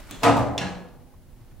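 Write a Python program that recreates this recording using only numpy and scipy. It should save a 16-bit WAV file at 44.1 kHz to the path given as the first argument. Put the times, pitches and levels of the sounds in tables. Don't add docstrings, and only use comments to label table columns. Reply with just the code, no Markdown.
import sys
import numpy as np
from scipy import signal
from scipy.fft import rfft, irfft, next_fast_len
from scipy.io import wavfile
from scipy.ndimage import map_coordinates

SR = 44100
rng = np.random.default_rng(int(sys.argv[2]) if len(sys.argv) > 2 else 0)


def to_linear_factor(level_db):
    exponent = np.asarray(level_db, float) / 20
    return 10 ** exponent


def dump(signal):
    limited = np.clip(np.atleast_2d(signal).T, -1, 1)
    pcm = np.round(limited * 32767).astype(np.int16)
    wavfile.write(sys.argv[1], SR, pcm)


N = 70560
T = np.arange(N) / SR


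def unit(x):
    return x / np.sqrt(np.mean(x ** 2) + 1e-20)


def along(points, hz):
    f, v = np.transpose(points)
    return np.interp(np.log(hz + 1), np.log(f + 1), v)


def wobble(rate):
    knots = rng.standard_normal(int(N * rate / SR) + 4)
    return map_coordinates(knots, [np.arange(N) * rate / SR])


def add(into, x, s):
    k = round(s * SR)
    into[:, k:] += x[:, :N - k]


def rush(tone, alike, shape=lambda hz, t: 1):
    hz, t, z = signal.stft(rng.standard_normal((2, N)), SR, nperseg=256, noverlap=192)
    z = z * shape(hz[:, None], t)
    pair = signal.istft(z, SR, nperseg=256, noverlap=192)[1][:, :N]
    m = next_fast_len(N + 8192)
    f = np.fft.rfftfreq(m, 1 / SR)
    gain = to_linear_factor(along(tone, f))
    turn = np.arccos(np.clip(along(alike, f), -1, 1)) / 2
    mid, side = irfft(rfft(pair, m) * gain * [np.cos(turn), np.sin(turn)], m)[:, :N]
    return np.array([mid + side, mid - side]) / np.sqrt(np.mean(gain ** 2))


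# pitch_hz, left_right_likeness
MODE_ALIKE = [(110, 1), (280, 0.11), (460, .8), (1000, 0.89), (3000, 0.73)]
FLUTTER_DB, FLUTTER_PER_S = 1.5, 15
WANDER, BLUR_HZ = .003, 700


def mode(hz, t60, attack):
    crowd = 1 + hz / BLUR_HZ
    likeness = np.clip(along(MODE_ALIKE, hz), -1, 1)
    turn = np.arccos(likeness) / 2 * np.array([[1], [-1]])
    pitch = hz * (1 + WANDER * wobble(FLUTTER_PER_S * crowd))
    phase = 2 * np.pi * (np.cumsum(pitch) / SR + rng.random())
    flutter_db = FLUTTER_DB * np.sqrt(crowd) * wobble(FLUTTER_PER_S * crowd)
    return to_linear_factor(flutter_db - 60 * T / t60) * (1 - np.exp(-T / attack)) * np.sin(phase + turn)


# pitch_hz, t60_s
RING = [(80, 1.14), (300, 1.2), (1000, 0.93), (3000, 0.56), (8000, 0.59), (15000, 0.24)]
# pitch_hz, rise_s
SWELL = [(100, 0.051), (700, 0.029), (2500, 0.0059), (8000, 0.0016)]
# pitch_hz, left_right_likeness
HIT_ALIKE = [(80, 0.27), (280, 0.41), (600, 0.66), (2000, 0.79), (6000, 0.33), (14000, .4)]
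GRAIN_DB, GRAIN_PER_S, GRAIN_FROM_HZ = 1.5, 300, 1500


def blows(hits, tone, modes, ring_db, slower):
    out = np.zeros((2, N))

    def attack(hz):
        return abs(slower) * along(SWELL, hz) + 1e-4

    for s, db, share in hits:
        grain_db = GRAIN_DB * wobble(GRAIN_PER_S)

        def wash(hz, t):
            chatter_db = hz / (hz + GRAIN_FROM_HZ) * np.interp(t, T, grain_db)
            fade_db = chatter_db - 60 * t / (share * along(RING, hz))
            return to_linear_factor(fade_db) * (1 - np.exp(-(t + 0.011) / attack(hz)))

        x = rush(tone, HIT_ALIKE, wash)
        for hz, level_db, t60 in modes:
            x = x + to_linear_factor(ring_db + level_db) * mode(hz, t60 * share, attack(hz))
        add(out, to_linear_factor(db) * x * np.minimum(T / 0.0009, 1), s)
    return out


UNEVEN_DB = 1.5

# pitch_hz, level_db
HUM_TONE = [(12, -21), (20, 0.5), (119, -6.5), (146, -10.5), (256, -17), (325, -21), (363, -21.5),
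            (406, -27.5), (900, -29.5), (1170, -54.5), (1980, -120)]
# pitch_hz, left_right_likeness
HUM_ALIKE = [(30, 0.15), (200, 0.59), (900, 0.79)]
# pitch_hz, level_db
HISS_TONE = [(290, -17), (500, 8), (570, -4), (1890, -11.5), (11300, -12.5), (15800, -8.5), (16500, -39)]
# pitch_hz, level_db
WHINE = [(253.0, -64), (360.7, -63.5), (10966, -77.5), (11693, -86)]
HUM_DB, HISS_DB = -49.5, -65.5


def car():
    lumps_db = UNEVEN_DB * wobble(15)
    balance_db = np.array([[-1.3], [1.3]])
    out = to_linear_factor(HUM_DB + lumps_db + balance_db) * rush(HUM_TONE, HUM_ALIKE)
    for hz, db in WHINE:
        out = out + to_linear_factor(db + 0.5 + UNEVEN_DB * wobble(1)) * np.sin(2 * np.pi * hz * T)
    return out + to_linear_factor(HISS_DB) * rush(HISS_TONE, [(1000, 0.32), (12000, .1)])


# start_s, level_db
RUB = [
    (0, -49.5),
    (0.062, -50),
    (0.1, -48),
    (0.2, -52),
    (0.235, -42),
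    (0.301, -64),
    (1.2, -68.5),
    (1.4, -64.5),
    (1.6, -64.5),
]
# pitch_hz, level_db
RUB_TONE = [(180, -39), (300, 2), (486, -16), (589, 0), (660, -8.5), (1100, -6), (14000, -26)]


def hand():
    s, db = np.transpose(RUB)
    grain_db = UNEVEN_DB * wobble(60)
    return to_linear_factor(np.interp(T, s, db) + grain_db) * rush(RUB_TONE, HIT_ALIKE)


# start_s, level_db
SWAYS = [
    (0, -45),
    (.07, -45),
    (.17, -38),
    (1.17, -45.5),
    (1.32, -43.5),
]
SWAY_HZ, SWAY_S = 34.3, 0.023


def sways():
    out = np.zeros((2, N))
    swing = np.sin(2 * np.pi * SWAY_HZ * T) * T / SWAY_S * np.exp(1 - T / SWAY_S)
    for s, db in SWAYS:
        add(out, to_linear_factor(db) * swing * np.ones((2, 1)), s)
    return out


# start_s, level_db, pitch_hz, width_octaves, t60_s
CLICKS = [
    (0.222, -32.5, 507, 1.2, 0.39),
    (0.1097, -26, 5990, 4.9, .012),
    (0.233, -29, 4540, 1.6, 0.046),
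    (0.243, -38.5, 5000, 1.9, 0.028),
    (0.369, -42.5, 9000, 1.5, 0.028),
    (0.5788, -26, 3630, 0.2, 0.012),
    (0.5791, -28, 6300, 0.77, 0.02),
    (0.583, -49, 12000, 0.69, 0.019),
    (0.605, -58, 12000, 0.74, 0.035),
    (0.616, -50, 3000, 0.97, .015),
          (.886, -58, 3800, .8, .03),
    (1.138, -62, 980, .5, .1),
    (.07, -55, 7000, 1.2, .08),
    (.195, -54, 3500, .8, .04),
]


def clicks():
    out = np.zeros((2, N))
    for s, db, hz, octaves, t60 in CLICKS:
        band = [(hz * 2. ** (k * octaves), -12 * k * k) for k in (-2, -1, -.5, 0, .5, 1, 2)]
        burst = np.minimum(T / 0.0012, 1) * rush(band, [(1000, 0.87)])
        add(out, to_linear_factor(db - 60 * T / t60) * burst, s)
    return out


# start_s, level_db, pitch_hz, t60_s
PINGS = [(.58, -31, 2729, 0.16), (.5788, -31.5, 5500, .015), (.5788, -35, 2400, 0.017),
         (.1099, -37, 1540, .015), (.1099, -39, 2300, .015), (.5788, -21, 3480, .035),
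         (.5788, -29.5, 5700, 0.014), (.5788, -32, 6700, 0.02), (.5788, -37, 3000, 0.017),
         (.2323, -33.5, 4800, 0.027), (.2323, -26, 2900, 0.019), (.2348, -24.5, 2500, 0.026),
         (.248, -26, 2600, 0.044), (.27, -28, 2400, .08), (.295, -29, 2550, .1), (.3, -25, 1300, .1),
         (.245, -22, 295, .25), (.614, -36, 3500, .02), (.1099, -40, 5000, 0.017)]


def pings():
    out = np.zeros((2, N))
    for s, db, hz, t60 in PINGS:
        add(out, to_linear_factor(db - 60 * T / t60) * np.sin(2 * np.pi * hz * T) * np.ones((2, 1)), s)
    return out


# start_s, level_db, ring_share
POP = [(0.1101, -39.5, 1)]
# pitch_hz, level_db
POP_TONE = [(88, -33), (150, 3), (300, -1.5), (500, -9.5), (1210, -17), (3700, -14), (5150, -26),
            (6770, -17), (16000, -41)]
# pitch_hz, level_db, t60_s
CATCH = [(2686, -30, .2), (3440, -27, .7), (3800, -31, .4), (4124, -30, .6), (6105, -33, .5),
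         (6557, -30, .3), (7230, -32, .5), (7930, -35, .4)]


def pop():
    return blows(POP, POP_TONE, CATCH, ring_db=15.0, slower=0.25)


FLEX_DB, FLEX_FROM_HZ, FLEX_TO_HZ, FLEX_S = -42.5, 330, 195.6, 0.0444


def flex():
    out = np.zeros((2, N))
    hz = FLEX_TO_HZ + (FLEX_FROM_HZ - FLEX_TO_HZ) * np.exp(-T / FLEX_S)
    swing = np.sin(2 * np.pi * np.cumsum(hz) / SR + np.array([[.4], [-.4]]))
    fade_db = FLEX_DB - 60 * T / .5 + 2 * UNEVEN_DB * wobble(60)
    add(out, to_linear_factor(fade_db) * swing, POP[0][0])
    return out


# start_s, level_db
BUMPS = [
    (0.119, -39),
    (0.222, -30.5),
    (0.301, -27),
    (1.162, -43.5),
    (1.407, -35),
    (1.521, -39.5),
]


def bumps():
    out = np.zeros((2, N))
    push = np.sin(2 * np.pi * 115 * T) * T / 0.021 * np.exp(1 - T / 0.01)
    for s, db in BUMPS:
        add(out, to_linear_factor(db) * push * to_linear_factor([[1], [-1]]), s)
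    return out


# start_s, level_db, ring_share
BANG = [(0.2322, -14, 0.96)]
# pitch_hz, level_db
BANG_TONE = [(35, -64), (60, -14.5), (287, -10), (390, -21), (470, -13.5), (698, -9), (1380, -18.5),
             (8710, -39), (14200, -51.5), (16000, -101)]
# pitch_hz, level_db, t60_s
PANEL = [(111.4, 0, 0.77), (180.5, -10.5, 0.48), (242, 0.5, 0.5), (283, 5.5, 0.74), (462.8, 8, 0.36),
         (508.3, -6.5, 1), (612, -9, 0.91), (674, 0.5, 0.72), (705.5, 1.5, 0.66), (812, -6.5, 0.91),
         (914, -13, 0.94), (1000, -3.5, 0.78), (1205, -11, 0.65), (1261, -3, 0.66)]
# pitch_hz, level_db, t60_s
RAIL = [(1457, -12, .5), (1848, -7, 0.23), (2044, -15, 0.37), (2538, -12, 0.35), (2750, -15, 0.46),
        (4800, -22, 0.05)]


def bang():
    return blows(BANG, BANG_TONE, PANEL + RAIL, ring_db=-4.5, slower=0.95)


# peak_time_s, peak_db, push (positive) or pull (negative)
RATTLE = [(.243, -6.5, -0.92), (0.2516, -12, 0.89), (.2645, -16.5, 1), (.2747, -4.5, 1), (.28, -8.5, -1.3),
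          (0.2849, -7.5, 0.69), (.298, -5.5, -1.26), (0.3049, -12.5, -1.4), (.371, -12, 1),
          (.3805, -8, -1.05), (.392, -17, 0.63)]
RATTLE_HZ, RATTLE_S = 800, .0007
CRACK_DB, CRACK_HZ, CRACK_S = -20, 2580, 0.01


def rattle():
    out = np.zeros((2, N))
    peak_s = 3 * RATTLE_S
    slap = np.exp(-(T / RATTLE_S - 3) ** 2 / 2) * np.cos(2 * np.pi * RATTLE_HZ * (T - peak_s))
    edge = [(CRACK_HZ / 4, -30), (CRACK_HZ, 0), (CRACK_HZ * 3, -14), (CRACK_HZ * 6, -40)]
    for s, db, sign in RATTLE:
        crack = to_linear_factor(CRACK_DB - 60 * T / CRACK_S) * unit(rush(edge, [(1000, 0.82)]))
        add(out, to_linear_factor(db - 4.0) * (sign * slap + crack), s - peak_s)
    return out


# start_s, level_db, pitch_hz, t60_s
TAPS = [(1.075, -56, 815, .2), (.585, -40, 820, .15), (.755, -38, 178, .6), (.755, -50, 1685, .4),
        (.262, -21, 700, .3), (.585, -41, 490, .3), (.72, -46, 800, .4), (1.137, -52, 1080, .06),
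        (1.12, -57, 830, .15), (.395, -28, 250, .4), (.34, -27, 288, .5)]


def taps():
    out = np.zeros((2, N))
    for s, db, hz, t60 in TAPS:
        add(out, to_linear_factor(db) * mode(hz, t60, 0.0027), s)
    return out


# start_s, level_db, ring_share
REBOUND = [(0.366, -26, 0.91)]
# pitch_hz, level_db
REBOUND_TONE = [(35, -20), (60, -2), (272, -18), (390, -12.5), (520, -10), (773, -7), (1450, -30.5),
                (1870, -28.5), (15500, -45.5)]
# pitch_hz, level_db, t60_s
LEAF = [(80, -3.5, 1), (123.6, 5.5, 0.69), (284.4, -1.5, 0.88), (662, -4, 0.25), (845, -8, 0.67),
        (1178, -2, 0.46)]


def rebound():
    return blows(REBOUND, REBOUND_TONE, LEAF, ring_db=-3.5, slower=.4)


# start_s, level_db, ring_share
CLACK = [(0.579, -33, 0.99)]
# pitch_hz, level_db
CLACK_TONE = [(880, -12), (1500, -16.5), (2770, -6), (2970, -6), (3520, -9), (8830, -24.5), (13800, -37),
              (16000, -76)]
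# pitch_hz, level_db, t60_s
LATCH = [(1384, -10, .6), (1873, -8, .3), (2035, -6, .22), (2562, -11, .6), (2729, -5, .5), (2853, -11, .3),
         (3246, -14, .45), (3386, -4, .18), (4050, -10, .55), (4274, -10, .6), (5580, -5, .3),
         (5660, -12, .4), (6551, -12, .35), (7569, -20, .4)]


def clack():
    return blows(CLACK, CLACK_TONE, LATCH, ring_db=-2, slower=0.32)


# start_s, level_db, ring_share
THUD = [(0.611, -31.5, 0.81)]
# pitch_hz, level_db
THUD_TONE = [(47, -52), (80, -2.5), (185, -7.5), (1100, -9.5), (1710, -9.5), (4970, -33), (5760, -22),
             (12000, -44), (15600, -85), (22000, -120)]
# pitch_hz, level_db, t60_s
HATCH = [(135, -5, .4), (181, 2, .65), (199, -4, .6), (288, -8, .6), (492, -10.5, 1.3), (820, -11, .9),
         (1384, -15, .45), (1685, -8.5, .7), (2164, -20, .4)]


def thud():
    return blows(THUD, THUD_TONE, HATCH, ring_db=3.0, slower=0.11)


def scene():
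    left_db = np.array([[1], [-1]])
    wall = pings() + clicks() + pop() + bang() + rattle() + rebound()
    latch = clack() + thud()
    hits = wall * to_linear_factor(0.18 * left_db) + latch * to_linear_factor(0.12 * left_db)
    return car() + hand() + sways() + flex() + bumps() + taps() + hits


def band_limit(x):
    return signal.sosfilt(signal.butter(12, 16640, fs=SR, output="sos"), x)


EDGE_HZ, EDGE_DB, TOP_HZ = 15800, -9, 16450


def record(dry):
    m = next_fast_len(N + 8192)
    hz = np.fft.rfftfreq(m, 1 / SR)
    response = to_linear_factor(EDGE_DB * (hz > EDGE_HZ)) * (hz < TOP_HZ)
    mix = irfft(rfft(dry, m) * response, m)[:, :N]
    return band_limit(mix)


dry = scene()
out = record(dry)
dump(out)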